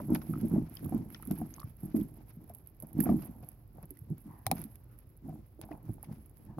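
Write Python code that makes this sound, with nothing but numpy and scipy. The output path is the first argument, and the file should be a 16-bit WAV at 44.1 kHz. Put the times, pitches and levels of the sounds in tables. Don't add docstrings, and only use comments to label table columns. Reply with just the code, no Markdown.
import sys
import numpy as np
from scipy import signal
from scipy.fft import rfft, irfft
from scipy.io import wavfile

SR = 44100
rng = np.random.default_rng(int(sys.argv[2]) if len(sys.argv) > 2 else 0)


def amplitude_ratio(level_db):
    exponent = np.asarray(level_db, float) / 20
    return 10 ** exponent


def master_out(mix):
    frames = np.transpose(np.atleast_2d(mix))
    ceiling = np.clip(frames, -1, 1)
    pcm = np.round(ceiling * 32767).astype(np.int16)
    wavfile.write(sys.argv[1], SR, pcm)


N = 290619
FFT_SIZE = N + 4096

# frequency in Hz, level in dB per Hz.
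WOODS_SPECTRUM = [(25, -3.5), (45, 9.5), (80, 5.5), (118, 5.5), (197, -12), (313, -9.5), (568, -17.5),
                  (766, -23), (3230, -41.5), (5270, -41.5), (6920, -113), (9850, -99.5), (11600, -35.5),
                  (15800, -32), (16150, -65.5)]
# start in seconds, hold in seconds,
# level felt in the planks in dB, level heard in the hollow bone in dB.
BITES = [(0.0, 0.004, -31, -52.5), (0.103, 0.053, -26, -45.5), (0.305, 0.077, -35.5, -59.5),
         (0.417, 0.078, -31, -56.5), (0.52, 0.066, -28, -47), (0.831, 0.078, -34.5, -57.5),
         (0.931, 0.024, -26, -48.5), (1.289, 0.063, -37.5, -56.5), (1.4, 0.065, -40, -55.5),
         (1.574, 0.14, -53.5, -63.5), (1.833, 0.066, -45.5, -59), (1.976, 0.031, -29.5, -53),
         (2.195, 0.064, -50, -74), (2.416, 0.021, -49.5, -65.5), (2.5, 0.0053, -58.5, -59.5),
         (2.831, 0.0087, -44.5, -55.5), (2.975, 0.035, -29.5, -52), (3.063, 0.07, -22.5, -42),
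         (3.418, 0.018, -52, -64.5), (3.762, 0.086, -51, -60.5), (4.094, 0.036, -46, -64.5),
         (4.266, 0.0092, -44, -65), (4.507, 0.081, -38, -50.5), (5.256, 0.13, -43, -61),
         (5.629, 0.02, -48.5, -57), (5.714, 0.034, -48.5, -51), (5.854, 0.096, -44.5, -64),
         (6.091, 0.043, -43.5, -58.5), (6.4, .025, -56, -68), (6.462, .012, -54, -66),
         (6.493, 0.016, -52.5, -92), (6.588, .02, -38, -76)]
# frequency in Hz, level in dB, t60 in seconds.
PLANK_MODES = [(105.4, -21.5, 0.3), (160.1, -0.5, 0.23), (216.8, 4.5, 0.083), (259.7, -5.5, 0.15),
               (305.3, -2, 0.11), (417, -30, 0.054)]
# frequency in Hz, level in dB per Hz.
DEEP_SPECTRUM = [(20, -62.5), (36, -35.5), (52, 7), (75, -2), (104, 16.5), (130, 13), (180, -36)]
# start in seconds, peak level in dB, pitch in Hz.
SHOVES = [(0.06, -27, 135), (1.572, -42, 145), (0.29, -22, 163), (3.28, -33, 55), (3.291, -31.5, 170),
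          (3.423, -38, 132), (0.86, -24.5, 95), (3.778, -40, 143), (1.304, -21, 154), (0.11, -26, 78),
          (1.639, -25, 105), (1.83, -24.5, 148), (3.8293, -38, 149), (2.37, -31, 166),
          (2.8176, -33.5, 150.5), (4.47, -39.5, 224), (5.3, -29.5, 156), (6.099, -33.5, 155),
          (3.908, -39, 290), (4.013, -31.5, 104), (4.102, -19, 145), (4.256, -34, 207), (4.458, -22.5, 103),
          (4.516, -21, 171), (4.65, -33, 217), (5.245, -34.5, 264), (5.59, -38.5, 325),
          (5.709, -30.5, 303.5), (5.888, -19, 109), (6.488, -37.5, 129)]
# frequency in Hz, level in dB per Hz.
HOLLOW_SPECTRUM = [(300, -41), (420, -3.5), (550, -3.5), (690, 0), (790, -1), (900, -3.5), (1080, -11),
                   (1300, -21), (1800, -48), (3000, -108)]
# frequency in Hz, level in dB per Hz.
RASP_SPECTRUM = [(500, -52.5), (900, -2.5), (1250, -1), (1900, -2.5), (2300, -1.5), (3100, -8.5),
                 (3900, -12), (5100, -9), (6500, -16), (8000, -53)]
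# start in seconds, length in seconds, level in dB.
SKIDS = [(.001, 0.0016, -80), (0.15, 0.011, -44), (1.308, 0.012, -61), (2.153, .09, -78.5),
         (2.266, .06, -83.5), (1.15, 0.013, -66), (5.62, .02, -69), (2.999, .008, -56),
         (3.089, 0.023, -62.5), (0.216, 0.0041, -62), (3.218, 0.024, -66.5), (3.428, 0.013, -69),
         (3.829, 0.011, -66), (4.565, .09, -70.5), (4.456, .008, -65), (5.712, 0.02, -72),
         (6.043, 0.0046, -69.5), (6.59, 0.011, -60)]
# start in seconds, hold in seconds, level in dB.
LICKS = [(0.0, 0.055, -58), (0.14, 0.021, -50), (0.27, 0.8, -58.5), (0.74, 0.24, -61), (1.12, 0.16, -61.5),
         (1.28, 0.11, -60), (1.35, 0.35, -61), (1.79, 0.14, -63.5), (1.955, 0.053, -54.5),
         (2.27, 0.082, -73), (2.43, 0.19, -72.5), (2.665, 0.036, -71), (2.805, 0.18, -69),
         (2.995, .015, -52), (3.03, 0.23, -56), (3.44, .09, -68), (3.75, 0.13, -78), (3.9, 0.13, -70),
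         (4.105, 0.022, -84), (4.18, 0.39, -71), (4.545, 0.038, -55.5), (4.61, 0.035, -62),
         (4.74, 0.012, -71), (4.9, 0.13, -72), (5.44, 0.027, -75.5), (5.28, 0.12, -70.5),
         (5.61, 0.076, -75.5), (5.7, 0.055, -68.5), (5.87, 0.08, -68), (6.03, 0.035, -65),
         (6.12, 0.038, -64), (6.2, 0.027, -71), (6.355, .035, -71.5), (6.4, 0.063, -71)]
# frequency in Hz, level in dB per Hz.
WET_SPECTRUM = [(5000, -47.5), (7600, -26), (8900, -14), (9800, -12), (10700, 1), (11300, 6.5),
                (12600, -0.5), (14000, -12), (15400, -6.5), (15850, -11), (16150, -45)]
# start in seconds, peak level in dB, duller share in dB.
SMACKS = [(0.1476, -32.5, -9), (0.412, -44.5, -8.5), (0.7526, -40, -28), (0.793, -50, -9),
          (0.8445, -42.5, -10), (0.9784, -50, -9), (1.1483, -54, 6), (1.311, -37, -7), (1.5433, -51, -9),
          (1.5632, -49, -9), (1.6007, -47.5, -1), (6.587, -55, -3.0), (2.4958, -50, -8.5),
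          (2.6614, -62, -2.5), (2.8236, -41, -17), (3.0041, -25, -21), (3.4265, -56, -14),
          (3.828, -51, -25), (3.9716, -55, -6.5), (4.5521, -42, -19), (4.5815, -47, -7),
          (4.6165, -38.5, -32), (4.6397, -42, -12), (4.7563, -50.5, -3.5), (4.9885, -50, -21),
          (5.614, -43.5, -3)]
# start in seconds, peak level in dB.
POPS = [(0.07, -55), (0.1031, -47.5), (0.733, -58), (0.741, -49), (0.895, -46.5), (1.1026, -52),
        (1.2243, -38.5), (1.273, -40.5), (1.768, -58), (1.948, -59), (2.538, -52.5), (2.5486, -42.5),
        (2.585, -55.5), (2.6723, -51.5), (2.801, -43), (2.9303, -47.5), (3.4878, -43), (3.5163, -53),
        (3.9063, -42.5), (4.0998, -55), (4.1807, -51.5), (5.167, -59), (5.775, -61), (5.829, -63),
        (5.94, -53.5), (6.0285, -43), (6.296, -52.5), (6.378, -53)]
# time in seconds, gain of the highest hiss in dB.
FACING = [
    (0, 2),
    (1.2, 2.5),
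    (2.2, -3.0),
    (3.4, -5.0),
    (4.1, 1.5),
    (4.6, -0.5),
    (5.1, 3.0),
    (6.6, 6.0),
]
# start in seconds, peak level in dB, pitch in
# Hz.
TEETH = [(0.095, -43.5, 920), (0.116, -38, 634), (0.443, -43, 605), (0.545, -42, 780), (0.56, -34.5, 627),
         (0.922, -33, 760), (0.97, -52, 1010), (1.306, -36.5, 703), (1.415, -32.5, 715),
         (1.948, -39.5, 650), (2.206, -52.5, 680), (2.499, -42.5, 688), (2.826, -45.5, 630),
         (3.002, -41, 667), (3.064, -27.5, 710), (3.092, -26.5, 693), (3.431, -46.5, 700),
         (3.782, -43, 760), (5.285, -45, 705), (5.356, -49.5, 800), (5.591, -50, 596), (5.613, -46, 900),
         (5.688, -44, 795), (5.713, -38.5, 677), (5.89, -47.5, 766), (6.032, -45.5, 830), (3.034, -44, 900),
         (5.325, -49, 690), (6.583, -33, 724),
         (.0005, -38, 1000), (0.217, -45, 1280), (0.336, -36, 1280), (0.355, -41.5, 1280),
              (0.771, -42.5, 3160), (0.769, -41, 5000), (1.102, -50, 1500), (1.146, -41, 3340),
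              (1.146, -36, 5330), (1.148, -44, 1930), (1.229, -42.5, 1270), (1.311, -50, 1530),
              (1.54, -40.5, 6240), (1.582, -42, 1120), (1.596, -45, 4500), (1.614, -42.5, 1145),
              (1.619, -50.5, 5150), (1.63, -40, 1175), (3.002, -35.5, 1750), (3.058, -36.5, 1510),
              (3.09, -32.5, 1170), (3.969, -57, 2000), (0.375, -48, 1370), (5.614, -50, 4400),
              (5.716, -47.5, 1930), (5.854, -46, 14800), (5.89, -48.5, 13700), (6.371, -44, 14800)]
# start in seconds, peak level in dB, pitch in Hz.
NIBBLES = [(0.001, -38, 600), (0.856, -48, 1200), (0.89, -45, 732), (1.104, -52, 2200),
           (1.147, -43.5, 1400), (1.198, -50, 850), (1.262, -52, 1290), (1.375, -47, 900),
           (1.597, -46, 1120), (1.972, -45, 616), (2.012, -52.5, 3400), (2.981, -42, 620),
           (3.002, -42, 2390), (3.48, -55, 760), (3.831, -51, 783), (4.522, -33.5, 800),
           (5.294, -42.5, 740), (5.64, -49, 700), (5.725, -49, 2500), (5.75, -50, 850), (5.981, -51, 860)]
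# start in seconds, peak level in dB, pitch in Hz.
JOLTS = [(0.084, -32, 186), (0.103, -23.5, 223), (0.119, -15.5, 230), (0.135, -21, 205.4),
         (0.152, -27.5, 221), (0.168, -28.5, 220), (0.292, -29.5, 212), (0.303, -31, 209),
         (0.328, -34, 210), (0.358, -34, 180), (0.374, -36.5, 180), (0.416, -31.5, 200),
         (0.431, -19.5, 224.5), (0.448, -22, 224), (0.464, -31, 215), (0.511, -25.5, 182),
         (0.523, -22.5, 194.5), (0.536, -14.5, 198.5), (0.561, -20.5, 178), (0.576, -16.5, 234),
         (0.596, -30.5, 227), (0.611, -34, 203), (0.828, -32, 247), (0.856, -31, 215), (0.919, -27.5, 208),
         (0.941, -20, 243.5), (0.958, -21, 218), (1.004, -30, 201), (1.022, -31.5, 212), (1.275, -32, 208),
         (1.311, -20.5, 204.5), (1.33, -29.5, 166), (1.413, -27.5, 224), (1.425, -32, 196),
         (1.831, -34, 192), (1.847, -33.5, 178), (1.943, -17.5, 247), (1.96, -19, 220), (1.973, -31.5, 206),
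         (1.985, -25, 274), (1.997, -24.5, 215), (2.012, -25.5, 205), (2.969, -34, 256), (2.986, -16, 245),
         (3.004, -19, 217), (3.019, -26, 210), (3.032, -31, 272), (3.058, -23.5, 238), (3.074, -25.5, 209),
         (3.087, -26.5, 262), (3.099, -16, 211), (3.116, -22.5, 235), (3.14, -18.5, 230), (3.16, -28, 204),
         (3.181, -32, 227.5), (3.194, -30.5, 189), (4.105, -30, 175.4), (4.123, -34.5, 171.6),
         (4.522, -29, 253.4), (5.892, -29.5, 214)]
# start in seconds, level in dB.
SPIT_THREADS = [(0.483, -46), (0.697, -49.5), (0.849, -42.5), (0.8613, -40), (0.8794, -54), (0.9472, -47),
                (1.2177, -55), (1.2527, -49), (1.4128, -50), (1.5075, -57), (1.6418, -53), (1.684, -59),
                (1.8064, -53), (1.8323, -50), (1.8998, -59), (2.0128, -49), (2.2059, -67), (2.2844, -62),
                (2.3347, -59), (2.3406, -60), (2.4363, -66), (2.4418, -57), (2.4758, -66), (2.5679, -55),
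                (2.6889, -56), (2.7474, -63), (2.7665, -63), (2.8699, -48.5), (3.3641, -59), (3.4713, -68),
                (3.591, -64), (3.6774, -64), (3.772, -60), (3.8558, -53), (3.8926, -63), (3.9397, -69),
                (3.9905, -55), (4.0218, -65), (4.1239, -61), (4.2046, -56), (4.313, -59), (4.5574, -47),
                (4.7443, -61), (4.8372, -63), (4.8424, -60), (4.8908, -66), (4.9184, -62), (5.0054, -60),
                (5.1007, -57.5), (5.174, -58), (5.2921, -50), (5.4654, -62), (5.6522, -57), (5.6767, -64),
                (5.6858, -62), (5.9338, -52), (6.2604, -53.5), (6.3121, -60), (6.4518, -53.5),
                (6.5796, -63)]
# start in seconds, hold in seconds, level in dB, first resonance in Hz.
SNIFFS = [
    (4.306, 0.13, -62, 967),
    (4.901, 0.063, -77.5, 1364),
    (6.503, 0.047, -65, 868),
]
# start in seconds, peak level in dB, splintering in seconds.
CRACKS = [
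    (4.466, -17, 0.00095),
    (4.5141, -14, 0.00086),
]
# frequency in Hz, level in dB, t60 in seconds.
BONE_MODES = [(800, 3, 0.034), (950, -6.5, 0.015), (2370, -5.5, 0.0048), (4040, -5, 0.004),
              (5250, -6, 0.0021), (6600, -17, 0.0023), (9100, -15, 0.0039), (13000, -4, 0.0024),
              (11070, 4, 0.0022), (14800, -3, 0.0048)]
# frequency in Hz, likeness from 0 to 1.
LIKENESS = [(40, 0.89), (200, 1), (400, 0.75), (800, 0.5), (1300, 0.25), (2000, 0.14), (4000, 0.078)]
# frequency in Hz, left minus right in dB.
PORT_DIFFERENCE = [(60, -2.5), (200, -1.26), (1000, 0.5), (2200, 3.5), (3400, 2.5), (5000, 13.5),
                   (6400, 10), (7600, 17.5), (8800, -5.5), (10000, 4.5), (11200, -21.5), (13000, -5.5),
                   (14500, -1), (15500, -13)]


def rms_one(x):
    return x / np.sqrt(np.mean(x ** 2) + 1e-20)


def peak_one(x):
    return x / np.abs(x[0]).max()


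def filtered(x, order, hz, kind="low"):
    return signal.sosfilt(signal.butter(order, hz, kind, fs=SR, output="sos"), x)


def at_hz(points):
    hz = np.maximum(np.fft.rfftfreq(FFT_SIZE, 1 / SR), 10)
    table_hz, value = np.array(points).T
    return np.interp(np.log(hz), np.log(np.maximum(table_hz, 10)), value)


def colour(x, gain_db):
    cepstrum = irfft(gain_db * np.log(10) / 20, FFT_SIZE)
    cepstrum[1:FFT_SIZE // 2] *= 2
    cepstrum[FFT_SIZE // 2 + 1:] = 0
    return irfft(rfft(x, FFT_SIZE) * np.exp(rfft(cepstrum)), FFT_SIZE)[..., :N]


def ring(clicks, hz, t60):
    r = amplitude_ratio(-60 / (t60 * SR))
    w = 2 * np.pi * hz / SR
    return signal.lfilter([0, np.sin(w)], [1, -2 * r * np.cos(w), r * r], clicks + 1e-18)


def grains(per_s, spread_db):
    born = rng.random(N) < per_s / SR
    size = amplitude_ratio(spread_db * np.minimum(rng.exponential(1, N), 4))
    return born * size * rng.standard_normal((2, N))


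def patches(per_s):
    slow = filtered(rng.standard_normal(N), 2, per_s)
    return rms_one(amplitude_ratio(2.46 * rms_one(slow)))


def add(out, s, piece):
    i = round(s * SR)
    out[:, i:i + piece.shape[1]] += piece[:, :N - i]


def gestures(rows, rise, sag, fall, tail_db, tail_fall, rest_db):
    t = np.arange(0, N + 64, 64)
    s, hold, db = np.transpose(rows)[:, :, None]
    held = np.clip(t / SR - s, 0, hold)
    after = np.maximum(t / SR - s - hold, 0)
    top_db = db - rise * np.maximum(s - t / SR, 0) - sag * held
    power = amplitude_ratio(2 * (top_db - fall * after)) + amplitude_ratio(2 * (top_db + tail_db - tail_fall * after))
    return np.interp(np.arange(N), t, 10 * np.log10(power.sum(axis=0) + amplitude_ratio(2 * rest_db)))


def wetness():
    return gestures(LICKS, rise=508.5, sag=11.5, fall=421, tail_db=-6.5, tail_fall=86, rest_db=-78)


def knocks(rows):
    out, t = np.zeros((2, N)), np.arange(1600) / SR
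    for (s, db, hz), noise in zip(rows, rng.standard_normal((len(rows), 2, 1600))):
        t60 = 0.00092 + 22.5 / hz
        snap = noise * amplitude_ratio(-60 * t / (0.002 + 0.3 * t60)) * np.minimum(t * hz, 1)
        snap = filtered(snap, 2, min(1.7 * hz, SR / 2.5))
        main = peak_one(ring(snap, hz, t60))
        overtone = peak_one(ring(snap, 1.45 * hz, 0.43 * t60))
        add(out, s, amplitude_ratio(db - 1.5) * (main + 0.14 * overtone))
    return out


def close_by(out):
    out[1] -= 0.6 * filtered(out[1], 1, 3000.)
    return out


def woods():
    return amplitude_ratio(-58) * rms_one(colour(rng.standard_normal((2, N)), at_hz(WOODS_SPECTRUM)))


def planks(pushes):
    tugs = [(s, hold, felt_db) for s, hold, felt_db, _ in BITES]
    boom_db = gestures(tugs, rise=563.5, sag=23, fall=296, tail_db=-11.5, tail_fall=67.5, rest_db=-65)
    boom = sum(amplitude_ratio(db) * ring(pushes, hz, t60) for hz, db, t60 in PLANK_MODES)
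    boom = filtered(boom, 4, 420.)
    deep = colour(rng.standard_normal((2, N)), at_hz(DEEP_SPECTRUM))
    out = amplitude_ratio(boom_db - 3.0 - 0.37 * np.maximum(boom_db + 40., 0)) * rms_one(boom)
    out += amplitude_ratio(-52.5 + 0.53 * (boom_db + 38.0)) * rms_one(deep)
    t = np.arange(int(.2 * SR)) / SR
    chance = rng.uniform(0, 1, (len(SHOVES), 4))
    for (s, db, hz), (turn, other, detune, upper) in zip(SHOVES, chance):
        swell = (1 - np.exp(-t * hz * 2.45)) ** 2 * amplitude_ratio(db - 5.0 - 60 * t / 0.097)
        phase = 2 * np.pi * (hz * t + np.array([[0], [other]]))
        upper_mode = 0.8 * upper * np.sin(phase * (1.204 + 0.26 * detune) + 6 * turn)
        add(out, s, swell * (np.sin(phase) + upper_mode))
    return out


def gnawing(pushes):
    closings = [(s, hold, heard_db) for s, hold, _, heard_db in BITES]
    hollow_db = gestures(closings, rise=597.5, sag=42.5, fall=364, tail_db=-8, tail_fall=44.5, rest_db=-93)
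    bitten = amplitude_ratio(-70 + hollow_db + 55.5)
    licked = amplitude_ratio(-70 + 0.9 * (wetness() + 59.5))
    slips = grains(per_s=1500., spread_db=3.0) + 0.69 * pushes
    hollow = rms_one(colour(slips, at_hz(HOLLOW_SPECTRUM)))
    scratches = patches(29.0) * grains(per_s=10000.0, spread_db=-4.0)
    rasp = rms_one(colour(scratches, at_hz(RASP_SPECTRUM)))
    muffled = filtered(rasp, 2, 1600.)
    skid, t = np.zeros((1, N)), np.arange(3000) / SR
    for s, length, db in SKIDS:
        fade = amplitude_ratio(db - 60 * np.maximum(t - length, 0) / 0.029)
        add(skid, s, fade[None] * np.minimum(t / 0.00086, 1))
    return amplitude_ratio(hollow_db - 6.0) * hollow + bitten * muffled + (licked + skid) * rasp + 0.94 * skid * hollow


def meat():
    bright, dull = np.zeros((2, 2, N))
    smacks = SMACKS + [(s, db, -20) for s, db in POPS]
    t = np.arange(1500) / SR
    decay = amplitude_ratio(-60 * t / .007) + amplitude_ratio(-17 - 60 * t / .055)
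    for (s, db, dull_db), noise in zip(smacks, rng.standard_normal((len(smacks), 2, 1500))):
        burst = peak_one(noise * decay) * amplitude_ratio(db)
        add(bright, s, burst)
        add(dull, s, burst * amplitude_ratio(dull_db))
    fizz = rms_one(grains(per_s=1400., spread_db=4.5)) + patches(40) * rng.standard_normal((2, N))
    crackle = rms_one(colour(patches(21.7) ** 1.5 * fizz, at_hz(WET_SPECTRUM)))
    wet = amplitude_ratio(wetness() + 0.5) * crackle + amplitude_ratio(16.0) * colour(bright, at_hz(WET_SPECTRUM))
    facing_db = np.interp(np.arange(N) / SR, *np.transpose(FACING))
    wet = wet + (amplitude_ratio(facing_db) - 1) * filtered(wet, 4, 12500., "high")
    return wet + amplitude_ratio(8.5) * filtered(dull, 2, [1500., 6500.], "band")


def teeth():
    return close_by(knocks(TEETH))


def nibbles():
    return knocks(NIBBLES) * [[1], [0.6]]


def jolts():
    out, t = np.zeros((2, N)), np.arange(4000) / SR
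    for (s, db, hz), (turn, other) in zip(JOLTS, rng.uniform(0, 2 * np.pi, (len(JOLTS), 2))):
        swell = (1 - np.exp(-t / 0.0023)) ** 2 * amplitude_ratio(db + 4.0 - 60 * t / 0.054)
        both = np.array([[0], [other]])
        thud = np.sin(2 * np.pi * hz * t + both)
        upper_mode = amplitude_ratio(-7.0) * np.sin(2 * np.pi * 314.5 * t + turn + both)
        add(out, s, swell * (thud + upper_mode))
    return out


def ticks():
    out, t = np.zeros((2, N)), np.arange(400) / SR
    for (s, db), noise in zip(SPIT_THREADS, rng.standard_normal((len(SPIT_THREADS), 2, 400))):
        snap = peak_one(noise * amplitude_ratio(-60 * t / 0.0035))
        add(out, s, snap * amplitude_ratio(db + 18.5) * [[1], [0.5]])
    air = filtered(out, 4, [12500., 15800.], "band")
    return colour(out, at_hz(WET_SPECTRUM)) + amplitude_ratio(-6) * air


def snuffle():
    out, t = 0, np.arange(N) / SR
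    flutter = rms_one(filtered(rng.standard_normal((2, 2, N)), 2, 160.))
    for s, hold, db, hz in SNIFFS:
        level_db = gestures([(s, hold, db)], rise=301.5, sag=49, fall=301.5,
                            tail_db=-200, tail_fall=0, rest_db=-200)
        sinking_hz = hz * 2 ** (-1.2 * np.clip(t - s, 0, hold))
        turns = 2 * np.pi * np.cumsum(sinking_hz) / SR
        breath = flutter[0] * np.sin(turns) + 0.2 * flutter[1] * np.sin(2 * turns)
        out = out + amplitude_ratio(level_db + 3) * breath
    return out


def cracks():
    out, t = np.zeros((2, N)), np.arange(4000) / SR
    for s, db, length in CRACKS:
        after = np.maximum(t - length, 0)
        decay = amplitude_ratio(-60 * after / 0.003) + amplitude_ratio(-20 - 60 * after / 0.055)
        splinters = rng.standard_normal((2, 4000)) * decay
        body = sum(amplitude_ratio(mode_db) * peak_one(ring(splinters, hz, t60)) for hz, mode_db, t60 in BONE_MODES)
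        body = peak_one(filtered(body, 4, 640., "high"))
        add(out, s, amplitude_ratio(db) * (0.92 * body + 0.044 * splinters))
    return close_by(out)


def scene():
    pushes = grains(per_s=260., spread_db=2.5)
    mix = woods() + planks(pushes) + gnawing(pushes) + meat() + teeth() + nibbles()
    mix = mix + jolts() + ticks() + snuffle() + cracks()
    shared, unshared = rfft(mix, FFT_SIZE)
    alike = np.clip(at_hz(LIKENESS), 0, .99)
    both = np.sqrt(1 + alike) * shared + np.sqrt(1 - alike) * unshared * np.array([[1], [-1]])
    return irfft(both, FFT_SIZE)[:, :N] / np.sqrt(1.5)


def roll_off(x):
    return signal.sosfilt(signal.butter(12, 17180, fs=SR, output="sos"), x)


def record(dry):
    lean_db = at_hz(PORT_DIFFERENCE)
    right_db = -10 * np.log10((1 + amplitude_ratio(2 * lean_db)) / 2)
    ports = np.array([colour(dry[0], right_db + lean_db), colour(dry[1], right_db)])
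    ports = signal.sosfilt(signal.cheby2(8, 25, 16800, fs=SR, output="sos"), ports)
    ports = filtered(ports, 5, 36., "high")
    ports = .26 * np.tanh(ports / .26)
    return roll_off(ports)


dry = scene()
out = record(dry)
master_out(out)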